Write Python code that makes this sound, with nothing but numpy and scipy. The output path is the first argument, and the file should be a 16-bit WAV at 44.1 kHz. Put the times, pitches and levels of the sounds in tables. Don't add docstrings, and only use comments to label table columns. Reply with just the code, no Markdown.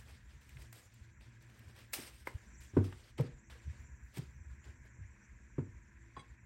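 import sys
import numpy as np
from scipy import signal
from scipy.fft import rfft, irfft, next_fast_len
from scipy.io import wavfile
from scipy.ndimage import uniform_filter1d, map_coordinates

SR = 44100
rng = np.random.default_rng(int(sys.argv[2]) if len(sys.argv) > 2 else 0)


def inscribe(sig):
    pcm = np.round(np.clip(np.atleast_2d(sig).T, -1, 1) * 32767)
    wavfile.write(sys.argv[1], SR, pcm.astype(np.int16))


N = 284606

# pitch_hz, relative gain_db
RUSTLE_COLOUR = [(150, -19), (400, -1), (900, -8.5), (2000, -3.5), (3000, -4), (4200, -6), (5200, -4),
                 (7000, -10.5), (8600, 1), (10200, -14.5), (11500, -2.5), (12800, -14), (14000, -13),
                 (16000, -8.5)]


def rustle():
    # peak_s, level_db, swell_s, length_s, sag_db_per_s,
    # top_db (top octave), body_db (stiff leaf bases), both relative to the stroke
    strokes = [(0.0, -62, .01, 0.067, 141, -4, 1.5), (0.091, -60.5, 0.037, 0.024, 20, -8.5, 4),
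               (0.143, -65.5, 0.032, .12, 97, -12, -1), (0.309, -65.5, 0.067, 0.11, 103, -13, 2),
               (0.413, -67.5, .015, 0.12, 20, -8, -1), (0.625, -59, 0.11, 0.1, 194, -7.5, 1.5),
               (0.729, -62.5, 0.008, 0.13, 54, -0.5, 5), (0.993, -67, 0.31, 0.11, 64, -15, -1),
               (1.209, -65.5, 0.0086, 0.17, 54, -15, 1.5), (1.409, -72.5, .015, .3, -14.5, -11, 7),
               (1.787, -60.5, 0.077, 0.15, 92, -10.5, 2.5), (1.935, -43, 0.0056, 0.036, 250.5, 7.5, 1.5),
               (1.961, -50.5, .02, 0.13, 46, -0.5, 2), (2.143, -64, 0.033, 0.085, 30, -6, -3.5),
               (2.258, -67.5, .01, 0.023, 5, -1.5, 6), (2.27, -61, .02, 0.57, 65, -6, 5),
               (2.609, -58, 0.0062, .12, 141, -5, -4), (2.755, -67.5, 0.063, 0.08, -1, -10.5, 10.5),
               (2.845, -55, 0.012, .03, 200, -6.5, 0.5), (2.896, -64.5, 0.035, 0.21, 2, -13, 1),
               (3.181, -52.5, .005, 0.25, 142, -17, 9), (3.502, -59.5, .004, 0.078, 115, -10, 4.5),
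               (3.626, -69, 0.058, .2, 5, -16, 4.5), (4.142, -62, .01, 0.036, 5, -4, 6),
               (4.185, -56, 0.074, 0.23, 174, -10.5, 0.5), (4.51, -75.5, 0.071, .05, 94, -14, 7),
               (4.653, -64.5, 0.032, 0.092, 130, -12, 6.5), (4.86, -73, 0.037, .02, 303, -7.5, 11),
               (5.01, -85, 0.085, 1.3, 0.5, -12, 7.5), (5.595, -79.5, .04, .03, 202, -24, -4),
               (6.19, -72.5, 0.24, 0.16, 41, -17.5, 5)]
    swell_depth_db, release_db_per_s = 19.5, 297
    dulling = 0.44
    t = np.arange(0, N / SR + 1, 1 / 1000)
    power = np.zeros((3, len(t)))
    for s, level_db, swell_s, length_s, sag_db_per_s, top_db, body_db in strokes:
        sag_db = sag_db_per_s * np.clip(t - s, 0, length_s)
        release_db = release_db_per_s * np.clip(t - s - length_s, 0, None)
        fall_db = sag_db + release_db
        stroke_db = level_db - swell_depth_db * np.clip(s - t, 0, None) / swell_s - fall_db
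        band_db = [stroke_db, stroke_db + top_db - dulling * fall_db, stroke_db + body_db]
        power += amp(band_db) ** 2
    hiss = noise(RUSTLE_COLOUR, patchy_db=2) * amp(1.6 * wobble(40))
    leaf = hiss + amp(-6.5) * crackle(1500, cycles=2.1, spread_db=2.0)
    top = filtered(leaf, lambda hz: above(hz, 5700))
    body = filtered(leaf, lambda hz: 1 - above(hz, 1900))
    middle = leaf - top - body
    gains = np.array(curves(np.transpose([t, *np.sqrt(power)])))
    return np.sum(gains * [middle, top, body], axis=0)


def crackle(rate, cycles, spread_db):
    when, pitch, chance = np.split(rng.random((int(rate * N / SR), 3)), 3, axis=1)
    hz = 500 * 30 ** pitch
    t = np.arange(200) / SR
    size = amp(along(RUSTLE_COLOUR, hz) - spread_db * np.log(chance + 0.0089)) * hz / 3000
    grains = size * np.exp(-t * hz / cycles) * np.sin(2 * np.pi * hz * t)
    where = (when * N).astype(int) + np.arange(200)
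    return unit(np.bincount(where.ravel(), grains.ravel())[:N])


def snaps():
    # start_s, level_db, brightness_db, body_db
    fibres = [(0.3096, -51, -21, -14), (0.4162, -48, -7, -17), (0.4915, -37.5, -8, -29),
              (0.5691, -31.5, -27, -17), (0.619, -34, -11, -34), (0.726, -41.5, 8.5, 0),
              (0.94, -50.5, 1.5, -23), (1.2082, -35.5, -32, -24), (1.4222, -41.5, -10, -39),
              (1.497, -44, -12, -13), (1.5914, -43.5, -4.5, -34), (1.762, -37, -12, -11),
              (1.7884, -42.5, -6, 5), (1.804, -46, -8, -5), (1.815, -46.5, -5, -9.5),
              (1.924, -42.5, -4.5, -20), (1.932, -21, -4.5, -14), (1.9364, -20, -4, -9),
              (1.941, -27, -5.5, -12), (1.9778, -28.5, -20, -2), (2.0326, -31, -29.5, -12),
              (2.075, -34.5, -17.5, -12), (2.11, -48, -15, -14), (2.2715, -31.5, -3, 11),
              (2.8416, -38, -12, 7), (2.9243, -32.5, -22, 0), (3.182, -27, -24, -27),
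              (3.207, -32, -7.5, -1), (3.4976, -41, -14, -1), (4.17, -30.5, -6, 0), (4.18, -31, -4.5, -25),
              (4.6413, -39.5, -25.5, -3)]
    # pitch_hz, relative gain_db
    snap_colour = [(200, -53), (600, -3.5), (2200, 1), (3000, -3), (4200, -9.5), (6800, -7), (8600, -3),
                   (10200, -19.5), (11800, -2), (14000, -14), (16000, -5)]
    out = np.zeros(N)
    for s, level_db, bright_db, body_db in fibres:
        burst = noise_burst(t60_s=0.021, rise_s=0.0029)

        def colour(hz):
            tilt_db = bright_db * above(hz, 4800) + body_db * (1 - above(hz, 1580))
            return amp(along(snap_colour, hz) + tilt_db)

        add(out, s, amp(level_db) * filtered(burst, colour))
    return out


def stem_break():
    # start_s, level_db
    start_s, level_db = (2.2715, -34)
    # pitch_hz, level_db, t60_s
    stem_modes = [(343, 4.5, 0.023), (523, 2.5, 0.024), (960, -2, 0.057), (1500, -1.5, 0.017),
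                  (2030, 7.5, 0.015), (2280, -24, 0.013)]
    out = np.zeros(N)
    add(out, start_s, amp(level_db) * ring(stem_modes, 1.18, 0.0062, damped_s=0.01, drift=0.49))
    return out


def board_knocks():
    # table_db, middle_modes_db, upper_modes_db, slap_db
    blows = [(1.986, -57.5, 0.43, 0.068, -4, 9.5, -23, -12), (2.734, -57, 0.38, 0.039, 15.5, 2, -6, -18),
             (2.766, -28, 0.89, 0.12, 4.5, 6.5, 0.5, -7), (2.877, -50, 0.62, 0.013, -14, -10, -18, -10),
             (2.922, -64.5, 1.2, 0.027, 7, -25, -15, 11), (3.186, -51.5, 0.32, 0.012, 1, 7.5, -12, 0.5),
             (3.195, -26.5, 1.16, 0.03, -10, -12.5, -2, -40), (3.24, -52.5, 1.2, 0.04, -19, 4.5, 3.5, -15),
             (3.551, -72.5, 0.9, .1, -8, -14, 16, 5), (3.666, -48, 1.4, 0.046, 2, -19, -32, -32),
             (4.17, -44.5, 0.92, 0.014, 3, -3, -14, -10), (4.187, -47, 0.76, 0.013, -15, -6.5, -7, -9),
             (4.217, -54.5, 1.1, .04, -10, -2.5, -10, -10.5), (4.661, -58, 1.2, 0.064, 7, -3.5, -10, -5),
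             (4.987, -52.5, 1, .08, 8.5, -24, -19, -26), (5.581, -33.5, 0.71, 0.17, -5, -1, -6.5, -13.5),
             (6.166, -57.5, 0.97, 0.047, -6.5, 2, 6, 12.5), (6.189, -62, 0.77, .03, -14, 1, 1, 0)]
    # pitch_hz,
    # level_db, t60_s
    board_modes = [
        [(137.7, 10, 0.14)],
        [(97.5, 2, 0.32)],
        [(226.3, -8, 0.2), (257.4, 0, 0.14), (299.4, -4, 0.12), (325, -8, 0.21), (355.5, -4.5, 0.21),
         (414.6, -8.5, 0.15), (328.5, 3.5, 0.066)],
        [(470, -0.5, 0.1), (526, -8.5, 0.033), (608, -12, 0.096), (698, -28, 0.18), (782, -17.5, 0.031),
         (925, -19.5, 0.12), (1146, -20, 0.028), (482, 0.5, 0.017)],
    ]
    # pitch_hz, relative gain_db
    slap_colour = [(300, -15), (800, 13.5), (1300, 9), (1800, 1), (2500, -3), (3500, -18.5), (9000, -28),
                   (12000, -41)]
    out = np.zeros(N)
    for s, level_db, cycles, free_s, table_db, middle_db, upper_db, slap_db in blows:
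        for modes, group_db in zip(board_modes, (0, table_db, middle_db, upper_db)):
            add(out, s, amp(level_db + group_db) * ring(modes, cycles, free_s))
        burst = noise_burst(t60_s=0.099, rise_s=0.0041)
        slap = filtered(burst, lambda hz: amp(along(slap_colour, hz)))
        add(out, s, amp(level_db + slap_db) * slap)
    return out


def bowl_clinks():
    # start_s, level_db, free_ring_s, middle_modes_db and top_modes_db relative to the clink
    clinks = [(6.166, -45.5, 0.016, -14, -30), (6.182, -58, 0.018, -7, -10), (6.194, -58.5, 0.0098, 4, -4),
              (6.204, -60.5, 0.014, 1, -9)]
    # pitch_hz, level_db, t60_s
    bowl_modes = [
        [(1071, 2.5, 0.17)],
        [(2160, -2.5, 0.08), (3352, -2, 0.11), (3950, -6, 0.077), (4740, -12, 0.096)],
        [(6170, -6, .08), (8100, -2, 0.09), (9340, -6.5, 0.065)],
    ]
    out = np.zeros(N)
    for s, level_db, free_s, middle_db, top_db in clinks:
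        for modes, group_db in zip(bowl_modes, (0, middle_db, top_db)):
            add(out, s, amp(level_db + group_db) * ring(modes, 0.3, free_s, damped_s=0.014, drift=0.064))
    return out


def thumps():
    # centre_s, level_db, pitch_hz, length_s
    low_thumps = [(0.357, -49.5, 72.5, 0.034), (1.021, -44.5, 74, 0.017), (1.677, -44.5, 82, 0.019),
                  (2.357, -33, 80, 0.015), (3.689, -36, 74.3, 0.053), (3.944, -47.5, 62.5, 0.053),
                  (4.193, -33.5, 135, 0.016), (4.414, -44.5, 75, 0.031), (4.478, -45.5, 71.4, .04),
                  (4.698, -48, 69, 0.061), (5.024, -46.5, 69, 0.066)]
    t = np.arange(N) / SR
    out = np.zeros(N)
    for s, level_db, hz, length_s in low_thumps:
        swell = np.exp(-(2 * (t - s) / length_s) ** 2)
        out -= amp(level_db) * swell * np.cos(2 * np.pi * hz * (t - s))
    return out


def house():
    # time_s, rumble_db, deepest_rumble_db, mains_hum_db, air_db, whistle_db
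    levels = [(0.0, -56, -71, -60.5, -69.5, -82), (0.3, -63.5, -74, -75, -69, -79),
              (0.55, -59, -66, -68, -68, -78.5), (0.84, -67.5, -76, -63.5, -74.5, -76),
              (1.18, -62.5, -68, -62.5, -68.5, -80.5), (1.49, -67.5, -69, -60, -69.5, -80),
              (2.33, -67.5, -65, -67, -69.5, -83), (2.57, -63.5, -64, -72, -65, -68),
              (2.87, -72.5, -54.5, -64, -73, -79.5), (3.27, -69, -59, -65, -71, -77.5),
              (3.63, -71, -65.5, -63, -66, -75), (3.81, -56, -56, -64, -64.5, -73.5),
              (4.15, -61, -73, -72, -69.5, -77.5), (4.49, -59.5, -66, -63.5, -67, -76),
              (5.39, -79, -61, -67.5, -67, -76.5), (5.84, -66, -59, -68.5, -68.5, -78.5),
              (6.12, -80.5, -60, -62, -67, -80), (6.45, -57.5, -64, -65, -69, -82)]
    # pitch_hz, relative gain_db
    rumble_colour = [(20, -38.5), (48, -3), (70, 3.5), (100, -14.5), (140, -7.5), (200, -60)]
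    # pitch_hz, width_hz, level_db
    hum_lines = [(116.1, 13, 1.5), (226, 52, -18.5), (334.6, 9.1, -12)]
    # pitch_hz, relative gain_db
    blower_colour = [(130, -9), (200, 9.5), (350, -6), (800, -16.5), (980, -3.5), (1200, -13), (1650, 1.5),
                     (2500, -6.5), (2900, -22), (4600, -35), (8200, -37), (12800, -39), (13400, -55)]
    # pitch_hz, relative gain_db
    whistle_colour = [(4800, -34), (5800, -6), (6500, -9.5), (7000, -5.5), (7350, -2), (7800, -9.5),
                      (8200, -28.5), (9000, -49)]
    rumble_db, deep_db, hum_db, air_db, whistle_db = curves(levels)

    rumble = amp(3.3 * wobble(16)) * noise(rumble_colour, patchy_db=1.0)
    upper = filtered(rumble, lambda hz: above(hz, 48.2) ** 2)
    deep = rumble - upper

    def lines(hz):
        return sum(amp(db) / (1 + (2 * (hz - centre) / width) ** 2) for centre, width, db in hum_lines)

    hum = unit(filtered(rng.standard_normal(N), lines))
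    air = amp(air_db) * noise(blower_colour, patchy_db=2.0)
    whistle = amp(whistle_db) * noise(whistle_colour, patchy_db=3.5)
    return amp(rumble_db) * unit(upper) + amp(deep_db) * unit(deep) + amp(hum_db) * hum + air + whistle


def kitchen(x):
    # pitch_hz, t60_s
    room_decay = [(100, 0.28), (400, 0.27), (2000, 0.17), (10000, 0.079)]
    hz, t, z = signal.stft(rng.standard_normal(SR // 2), SR, nperseg=256)
    decay = amp(-60 * t / along(room_decay, hz)[:, None])
    tail = signal.istft(z * decay, SR, nperseg=256)[1]
    delayed = np.pad(x, (250, 0))
    return signal.fftconvolve(delayed, tail / np.linalg.norm(tail))[:N]


def ring(modes, cycles, free_s, damped_s=.05, drift=.1):
    t = np.arange(SR // 3) / SR
    touch = amp(-60 * np.clip(t - free_s, 0, 1) / damped_s)
    walk = drift * np.cumsum(rng.standard_normal((len(modes), len(t))), axis=1) / np.sqrt(SR)
    out = np.zeros(len(t))
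    for k, (hz, level_db, t60_s) in enumerate(modes):
        decay = amp(level_db - 60 * t / t60_s)
        build_up = 1 - np.exp(-(t * hz / cycles) ** 2)
        wander = np.sqrt(hz) * uniform_filter1d(walk[k], size=200)
        out += (-1) ** k * decay * build_up * np.sin(2 * np.pi * hz * t + wander)
    return touch * out


def noise_burst(t60_s, rise_s):
    t = np.arange(SR // 4) / SR
    return rng.standard_normal(len(t)) * amp(-60 * t / t60_s) * np.clip(t / rise_s, 0, 1)


def noise(spectrum, patchy_db):
    z = signal.stft(rng.standard_normal(N), nperseg=256)[2]
    field = uniform_filter1d(uniform_filter1d(rng.standard_normal(z.shape), 4, 0), 8, 1)
    raw = signal.istft(z * amp(patchy_db * unit(field)), nperseg=256)[1][:N]
    return unit(filtered(raw, lambda hz: amp(along(spectrum, hz))))


def amp(db):
    return 10 ** (np.asarray(db) / 20)


def unit(x):
    return x / np.sqrt(np.mean(x ** 2) + 1e-20)


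def along(points, hz):
    f, v = np.transpose(points)
    return np.interp(np.log(hz + 1), np.log(f + 1), v)


def curves(rows):
    s, *cols = np.transpose(rows)
    return [np.interp(np.arange(N) / SR, s, c) for c in cols]


def wobble(rate):
    return map_coordinates(rng.standard_normal(int(N * rate / SR) + 4), [np.arange(N) * rate / SR])


def above(hz, corner_hz):
    return 1 / (1 + (corner_hz / (hz + 1)) ** 4)


def filtered(x, response):
    m = next_fast_len(len(x) + 4096)
    return irfft(rfft(x, m) * response(np.fft.rfftfreq(m, 1 / SR)), m)[:len(x)]


def add(track, s, sound):
    part = track[round(s * SR):][:len(sound)]
    part += sound[:len(part)]


def scene():
    crisp = snaps()
    knocks = stem_break() + board_knocks() + bowl_clinks()
    wet = kitchen(amp(-16.0) * crisp + amp(-12) * knocks)
    return (rustle() + crisp + knocks + wet + thumps() + house())[None]


def record(dry):
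    top_hz = 15900
    return filtered(dry[0], lambda hz: above(hz, 24) * (hz < top_hz))[None]


dry = scene()
out = record(dry)
inscribe(out)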